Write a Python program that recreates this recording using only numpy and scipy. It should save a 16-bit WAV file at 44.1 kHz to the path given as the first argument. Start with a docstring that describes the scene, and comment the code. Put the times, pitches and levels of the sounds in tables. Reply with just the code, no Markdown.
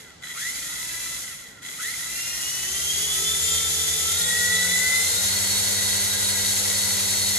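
"""Toy coaxial helicopter spinning up

Held in the hand in a small room, it is blipped once, coasts, then spins up to a steady hum.
Two small motors whine through pinions and big gears: sines locked to each shaft's angle, shaped by the frame.
Brush hiss and rotor wash are coloured noise; gear play rattles the frame, as random knocks through resonances.
Two rotors turn against each other at slightly different speeds, so their hum, sines at blade rates, throbs."""
import sys
import numpy as np
from scipy import signal
from scipy.fft import rfft, irfft, next_fast_len
from scipy.io import wavfile
from scipy.ndimage import uniform_filter1d

SR = 44100
rng = np.random.default_rng(int(sys.argv[2]) if len(sys.argv) > 2 else 0)


def inscribe(sig):
    """Save sig as 16-bit PCM at rate SR to the path in sys.argv[1].

    A 1-D sig is mono; a 2-D sig holds one channel per row.
    Samples are clipped to [-1, 1] before scaling.
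    """
    pcm = np.round(np.clip(np.atleast_2d(sig).T, -1, 1) * 32767)
    wavfile.write(sys.argv[1], SR, pcm.astype(np.int16))


N = 325458

# Throttle stick moves, 0 = power off; speeds before battery sag:
# [t/s, fast motor's goal/(turns/s), slow motor's goal/(turns/s)]
THROTTLE = [(0.0, 0.0, 0.0), (0.21, 150.2, 133.6), (0.338, 334.3, 297.7), (1.17, 0.0, 0.0),
            (1.61, 174.9, 155.5), (1.783, 358.2, 317.8), (2.394, 377.6, 332.7), (2.618, 406.3, 360.0),
            (2.871, 429.3, 385.7), (3.048, 446.6, 401.2), (3.291, 451.9, 407.7), (3.63, 444.4, 401.2),
            (4.057, 491.6, 441.4), (4.466, 503.1, 446.9), (4.728, 520.2, 459.9), (5.033, 553.7, 494.1)]
# Unbalance and commutation tones, before the growth with speed and the frame:
# [multiple of shaft speed, fast motor level/dB, slow motor level/dB]
MOTOR_TONES = [(1, -50, -48.5), (2, -68, -53), (3, -51, -58), (4, -56.5, -58.5), (5, -55.5, -56),
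               (6, -55.5, -55), (12, -46, -49)]
# Tooth rate, its overtones and wobbling-pinion sidebands, before mesh force and the frame:
# [multiple of shaft speed, fast motor level/dB, slow motor level/dB]
GEAR_TONES = [(7, -48.5, -74), (8, -33.5, -36), (9, -45.5, -48), (16, -34.5, -37), (24, -52, -68)]
# How hard the meshing teeth sing, before strain:
# [fast motor speed/(turns/s), fast gear level/dB, slow gear level/dB]
MESH_BY_SPEED = [(106.4, -26, -28), (172, -28, -23.5), (240, -13.5, -26), (287, -18.5, -24.5),
                 (323, -24, -28), (345, -5.5, -16), (377, -5, -14), (423, -1.5, -7), (498, 2.5, -0.5),
                 (576, -4, 4.5)]
# Frame and canopy resonances that lift the tones: [f/Hz, width/Hz, level/dB]
FRAME_MODES = [(432, 140, 1), (1398, 253, 8.5), (1968, 272, 14), (3390, 360, 1.5), (7120, 570, 0.5)]
# Blade tones swell and fade on the way up:
# [fast motor speed/(turns/s), fast rotor's hum level/dB, blade crossing level/dB]
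BLADES_BY_SPEED = [(152, -61, -70), (344, -64, -57.5), (392, -48.5, -51.5), (428, -52, -47),
                   (442.6, -40.5, -44.5), (467, -39.5, -50), (472, -54, -40), (494, -50, -39),
                   (486, -42, -43), (520, -56, -54.5), (538, -42.5, -41)]
# Blades passing each other, relative: [multiple of crossing rate, level/dB]
CROSSING_TONES = [(1, -2.5), (2, -13.5), (3, -11.5), (5, -16.5)]
# Noise under power:
# [fast motor speed/(turns/s), brush hiss level/dB, gear rattle level/dB, rotor wash level/dB]
NOISE_BY_SPEED = [(100, -41.5, -36.5, -58), (144, -36.5, -39.5, -56), (209, -30.5, -37.5, -58.5),
                  (329, -31.5, -39, -53.5), (365, -28.5, -41, -48.5), (442, -24, -40, -46),
                  (510, -23.5, -35.5, -41)]
# Unloaded brushes and gears go quieter:
# [fast motor speed/(turns/s), hiss change level/dB, rattle change level/dB]
COASTING = [(91, -27, -25), (122, -15, -13.5), (156, -10, -6.5), (304, -1, -5)]
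# Modes of the frame that a knock rings, relative: [f/Hz, width/Hz, level/dB]
KNOCK_MODES = [(1386, 123, -12), (1939, 86, -0.5), (2033, 88, 1.5), (3343, 170, -6), (4010, 76, -5.5),
               (7130, 650, -12)]
# The canopy buzzes at set times, each buzz pitched at a multiple of the fast motor's speed:
# [start t/s, end t/s, multiple of shaft speed, level/dB]
BUZZES = [(0.698, 1.217, 6, -42.5), (1.21, 1.36, 6, -52), (1.935, 2.25, 6, -41), (4.14, 5.103, 4, -28)]
# Noise colours, relative and per Hz: [f/Hz, level/dB]
HISS_COLOUR = [(900, -22), (1600, -12), (2800, -9.5), (3400, -4.5), (4600, -4), (5400, -2.5), (6700, 2),
               (7600, 0.5), (8400, -0.5), (9200, 1.5), (10000, -5), (10900, -2.5), (12500, -9.5),
               (13800, -13.5)]
WASH_COLOUR = [(25, -32), (40, -17), (60, 8), (130, -2.5), (250, -4), (450, 2.5), (620, 3.5), (850, 4.5),
               (1100, -2), (1700, -2), (4000, -20)]
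ROOM_COLOUR = [(25, -32), (40, -6), (60, -4), (160, 2.5), (300, -4), (1000, -18), (4000, -11),
               (9000, -15.5), (14000, -68)]
# Likeness of noise at the two microphone ports, clipped to 0-1 in use: [f/Hz, likeness]
PORT_LIKENESS = [(60, 1.3), (200, 0.8), (450, 0.32), (750, 0.04), (1400, 0), (2600, 0.04), (3400, 0.3),
                 (5000, 0.01), (6500, 0.35), (7700, 0.36), (9700, 1), (11000, 0.74)]
# Phase lead of the left port: [f/Hz, phase/rad]
PORT_PHASE = [(20, 0), (2200, -.3), (3100, 1.6), (3900, 1.6), (4300, -.2), (4900, 1), (5300, 3.3),
              (5800, 3.2), (6150, 0), (6900, -.5), (7400, -2.4), (8600, -3.2), (10600, -6.1), (14000, -6.3)]
# Left port over right port: [f/Hz, level/dB]
PORT_BALANCE = [(60, -2), (110, -1.2), (200, 0.2), (370, -1), (680, 0), (1250, 0.2), (2300, -2.5),
                (4220, -0.5), (7750, 1.5), (14200, -0.79)]

GEAR_RATIO = 10.5  # motor turns per rotor turn
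FULL_SPEED = 540  # reference motor speed, turns/s
START_SPEEDS = (155, 138)  # fast and slow motor still coasting, turns/s
SPIN_UP_S, COAST_S = 0.145, 0.4  # time constants of the rotors' inertia
BATTERY_SAG_PER_S = 0.003  # share of the speed lost
TAKE_UP_S = 0.015  # time constant of power and strain taking up the gear play
STRAIN_DB = 10  # rise of the tooth tones per unit of strain
SLACK_STRAIN = -0.93  # strain while the rotors drive the motors
RADIATION_HZ = 1610  # below this the frame radiates poorly
SLOW_HUM_DB, SLOW_HUM_POWER = -42, 2.6  # slow rotor at full speed; exponent of growth
UNBALANCE_DB, UNBALANCE_POWER = -53, 8.3  # fast rotor's shake at full speed; exponent of growth
BUZZ_ATTACK_SHARE, BUZZ_RELEASE_SHARE = 0.23, 0.16  # of each buzz's length
BUZZ_OVERTONE_DB = -11  # the slapping panel adds the octave
SWAY_DB_PER_S, SWAY_CENTRED_S = 0.1, 1.9  # the hand drifts slowly to the left
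LOW_CUT_HZ, HIGH_CUT_HZ = 44, 14000


def motors():
    """Speeds settle exponentially to each throttle goal; also power (0-1) and strain, the relative lack of speed."""
    t = np.arange(N) / SR
    goals = np.zeros((2, N))
    speeds = np.outer(START_SPEEDS, np.ones(N))
    for start, *goal in THROTTLE:
        i = int(start * SR)
        goals[:, i:] = np.array(goal)[:, None]
        time_constant = SPIN_UP_S if goal[0] else COAST_S
        settling = np.exp(-t[:N - i] / time_constant)
        speeds[:, i:] = goals[:, i:] + (speeds[:, [i]] - goals[:, i:]) * settling
    power_on = goals[0] > 0
    pull = np.maximum(goals[0] / speeds[0] - 1, SLACK_STRAIN)
    r = np.exp(-1 / (TAKE_UP_S * SR))
    powered, strain = signal.lfilter([1 - r], [1, -r], [power_on, pull])
    return speeds * (1 - BATTERY_SAG_PER_S * t), powered, strain


def shaft_angle(speed, unsteady, lurch):
    """Angle of a shaft whose speed trembles, and lurches in the gear play while it changes fast."""
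    change = uniform_filter1d(np.abs(np.gradient(speed)) * SR / speed, size=2000)
    tremble = unsteady * drift(14.8) + lurch * change * drift(60.5)
    return 2 * np.pi * (np.cumsum(speed * (1 + tremble)) / SR + rng.random())


def frame_gain(hz):
    """The small frame radiates low tones poorly, except at its resonances; powers add."""
    power = 1 / (1 + (RADIATION_HZ / hz) ** 4)
    for centre, width, db in FRAME_MODES:
        power = power + (from_db(db) / (1 + (2 * (hz - centre) / width) ** 2)) ** 2
    return np.sqrt(power)


def whine(table, speed, angle, motor, flutter_db, runout, rough):
    """Tones locked to one shaft; its off-centre big gear presses on the pinion once per rotor turn."""
    tones = 0
    for multiple, *levels_db in table:
        gain = from_db(levels_db[motor] + flutter_db * drift(10.7)) * frame_gain(multiple * speed)
        tones = tones + gain * np.sin(multiple * angle + random_phase())
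    return tones * (1 + runout * np.sin(angle / GEAR_RATIO) + rough * drift(124))


def rotors(fast, slow, speed, overtone_db):
    """Two blades per rotor push the air; the hums beat, and blades cross at the sum of both blade rates."""
    turns = np.array([fast, slow]) / GEAR_RATIO
    hum_db, crossing_db = by_speed(BLADES_BY_SPEED, speed)
    pace = speed / FULL_SPEED
    fast_hum = from_db(hum_db) * np.sin(2 * turns[0])
    slow_hum = from_db(SLOW_HUM_DB) * pace ** SLOW_HUM_POWER * np.sin(2 * turns[1])
    shake = from_db(UNBALANCE_DB) * pace ** UNBALANCE_POWER * np.sin(turns[0])
    # octave of each rotor's blade rate
    overtone = from_db(overtone_db) * np.sin(2 * 2 * turns).sum(axis=0)
    crossing = 0
    for multiple, db in CROSSING_TONES:
        gain = from_db(db + 1.0 * drift(7.5))
        crossing = crossing + gain * np.sin(2 * multiple * turns.sum(axis=0) + random_phase())
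    return fast_hum + slow_hum + shake + np.sqrt(2) * from_db(crossing_db) * (crossing + overtone)


def brush_hiss(fast, slow, depth, flicker_db):
    """Sliding contacts hiss in bursts, once per turn of each shaft."""
    bursts = 1 + depth * (np.sin(fast) + np.sin(slow))
    hiss = stereo_noise(from_db(at_bins(HISS_COLOUR)))
    return rms_one(hiss * bursts * from_db(flicker_db * drift(21)))


def gear_rattle(knocks_per_s, spread_db, apart):
    """Teeth knock at random within their play and ring the frame, a bank of resonances."""
    struck = rng.random(N) < knocks_per_s / SR
    knocks = struck * from_db(spread_db * rng.standard_normal(N)) * rng.choice([-1, 1], N)
    knocks = knocks * (1 + apart * rng.standard_normal((2, N)))  # unlike in the two channels
    hz = bins()
    modes = 0
    for k, (centre, width, db) in enumerate(KNOCK_MODES):
        detuning = centre / width * (hz / centre - centre / hz)
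        modes = modes + (-1) ** k * from_db(db) / (1 + 1j * detuning)
    return rms_one(filtered(knocks, modes))


def canopy_buzz(angle, flutter_db, runout, rough):
    """A loose panel buzzes at set times, at a multiple of the shaft speed, shaken by the rotor."""
    t = np.arange(N) / SR
    shake = from_db(flutter_db * drift(32)) * (1 + runout * np.sin(angle / GEAR_RATIO))
    slip = rough * drift(43)  # phase, rad
    out = 0
    for start, end, multiple, db in BUZZES:
        along = (t - start) / (end - start)
        attack = np.clip(along / BUZZ_ATTACK_SHARE, 0, 1) ** 2
        release = np.clip((1 - along) / BUZZ_RELEASE_SHARE, 0, 1)
        swing = multiple * angle + slip
        slap = np.sin(swing) + from_db(BUZZ_OVERTONE_DB) * np.sin(2 * swing)
        out = out + attack * release * from_db(db) * rms_one(shake * slap)
    return out


def rotor_wash():
    """Air stirred by the blades, as coloured noise; rms 1."""
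    return stereo_noise(from_db(at_bins(WASH_COLOUR)))


def room(x, t60):
    """Dense reflections of a small room: decaying noise, different at each port, from 3 ms on."""
    t = np.arange(SR // 2) / SR
    tails = rng.standard_normal((2, len(t))) * from_db(-60 * t / t60) * (t > 0.003)
    tails /= np.sqrt(np.sum(tails ** 2, axis=1, keepdims=True))
    return signal.fftconvolve(x[None], tails, axes=1)[:, :N]


def room_tone():
    """Steady background of the room, as coloured noise; rms 1."""
    return stereo_noise(from_db(at_bins(ROOM_COLOUR)))


def stereo_noise(colour):
    """Coloured noise, partly alike in the two channels; rms 1."""
    alike = np.clip(at_bins(PORT_LIKENESS), 0, 1)
    mid = filtered(rng.standard_normal(N), colour * np.sqrt(1 + alike))
    side = filtered(rng.standard_normal(N), colour * np.sqrt(1 - alike))
    return rms_one(np.array([mid + side, mid - side]))


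def drift(rate):
    """Slow chance with spread 1: noise through two equal low-pass poles at rate (Hz)."""
    step = 40  # samples between the drawn points
    r = np.exp(-2 * np.pi * rate * step / SR)
    settle = 2000  # points dropped while the filter settles
    chance = rng.standard_normal(N // step + settle + 2)
    slow = signal.lfilter([1], [1, -2 * r, r * r], chance)[settle:]
    return np.interp(np.arange(N) / step, np.arange(len(slow)), rms_one(slow))


def random_phase():
    """A start phase anywhere in the cycle, rad."""
    return rng.uniform(0, 2 * np.pi)


def by_speed(rows, speed):
    """Each column of a table at the given motor speed."""
    turns, *columns = np.transpose(sorted(rows))
    return [np.interp(speed, turns, column) for column in columns]


def from_db(db):
    """Decibels to gain."""
    return 10 ** (np.asarray(db) / 20)


def rms_one(x):
    """Scale to unit power."""
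    return x / np.sqrt(np.mean(x ** 2) + 1e-20)


def bins():
    """Frequencies of the spectrum of a whole track, Hz, at least 1."""
    return np.maximum(np.fft.rfftfreq(next_fast_len(N, True), 1 / SR), 1)


def at_bins(points):
    """A table over frequency, joined on a log axis."""
    hz, value = np.transpose(points)
    return np.interp(np.log(bins()), np.log(hz), value)


def filtered(x, response):
    """Apply a frequency response."""
    size = next_fast_len(N, True)
    return irfft(rfft(x, size) * response, size)[..., :N]


def scene():
    """Motors, gears and rotors, heard from close by, follow the throttle over a steady room tone."""
    speeds, powered, strain = motors()
    hiss_db, rattle_db, wash_db = by_speed(NOISE_BY_SPEED, speeds[0])
    hiss_change_db, rattle_change_db = (1 - powered) * by_speed(COASTING, speeds[0])
    mesh_db = by_speed(MESH_BY_SPEED, speeds[0]) + STRAIN_DB * strain
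    angles = [shaft_angle(speed, unsteady=0.00108, lurch=0.002925) for speed in speeds]
    fast, slow = angles

    tones = canopy_buzz(fast, flutter_db=1.5, runout=0.4, rough=0.097)
    for motor, (speed, angle) in enumerate(zip(speeds, angles)):
        force = (speed / FULL_SPEED) ** 1.41  # a motor shakes the frame harder the faster it turns
        shaft = whine(MOTOR_TONES, speed, angle, motor, flutter_db=3.5, runout=0.065, rough=0.21)
        teeth = whine(GEAR_TONES, speed, angle, motor, flutter_db=2.0, runout=0.28, rough=0.29)
        tones = tones + force * shaft + from_db(mesh_db[motor]) * teeth

    blades = rotors(fast, slow, speeds[0], overtone_db=-17)
    hiss = from_db(hiss_db + hiss_change_db) * brush_hiss(fast, slow, depth=0.063, flicker_db=0.73)
    rattle = from_db(rattle_db + rattle_change_db) * gear_rattle(knocks_per_s=900, spread_db=2.5, apart=0.97)
    wash = from_db(wash_db) * rotor_wash()
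    near = from_db(1.0) * tones + blades + hiss + rattle + wash
    sway_db = SWAY_DB_PER_S * (np.arange(N) / SR - SWAY_CENTRED_S)  # left over right
    near = near * from_db(np.array([sway_db, -sway_db]) / 2)
    reflections = room(from_db(-3) * tones + from_db(-7) * blades, t60=0.18)
    return near + reflections + from_db(-51) * room_tone()


def record(dry):
    """Each port has its own colour and delay; deep bass and the top are cut."""
    # half of the difference goes to each port, in opposite senses
    half = from_db(at_bins(PORT_BALANCE) / 2) * np.exp(0.5j * at_bins(PORT_PHASE))
    ports = filtered(dry, np.array([half, 1 / half]))
    low_cut = signal.butter(6, LOW_CUT_HZ, "high", fs=SR, output="sos")
    high_cut = signal.ellip(12, 0.1, 80, HIGH_CUT_HZ, fs=SR, output="sos")
    return signal.sosfilt(high_cut, signal.sosfilt(low_cut, ports))


dry = scene()
out = record(dry)
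inscribe(out)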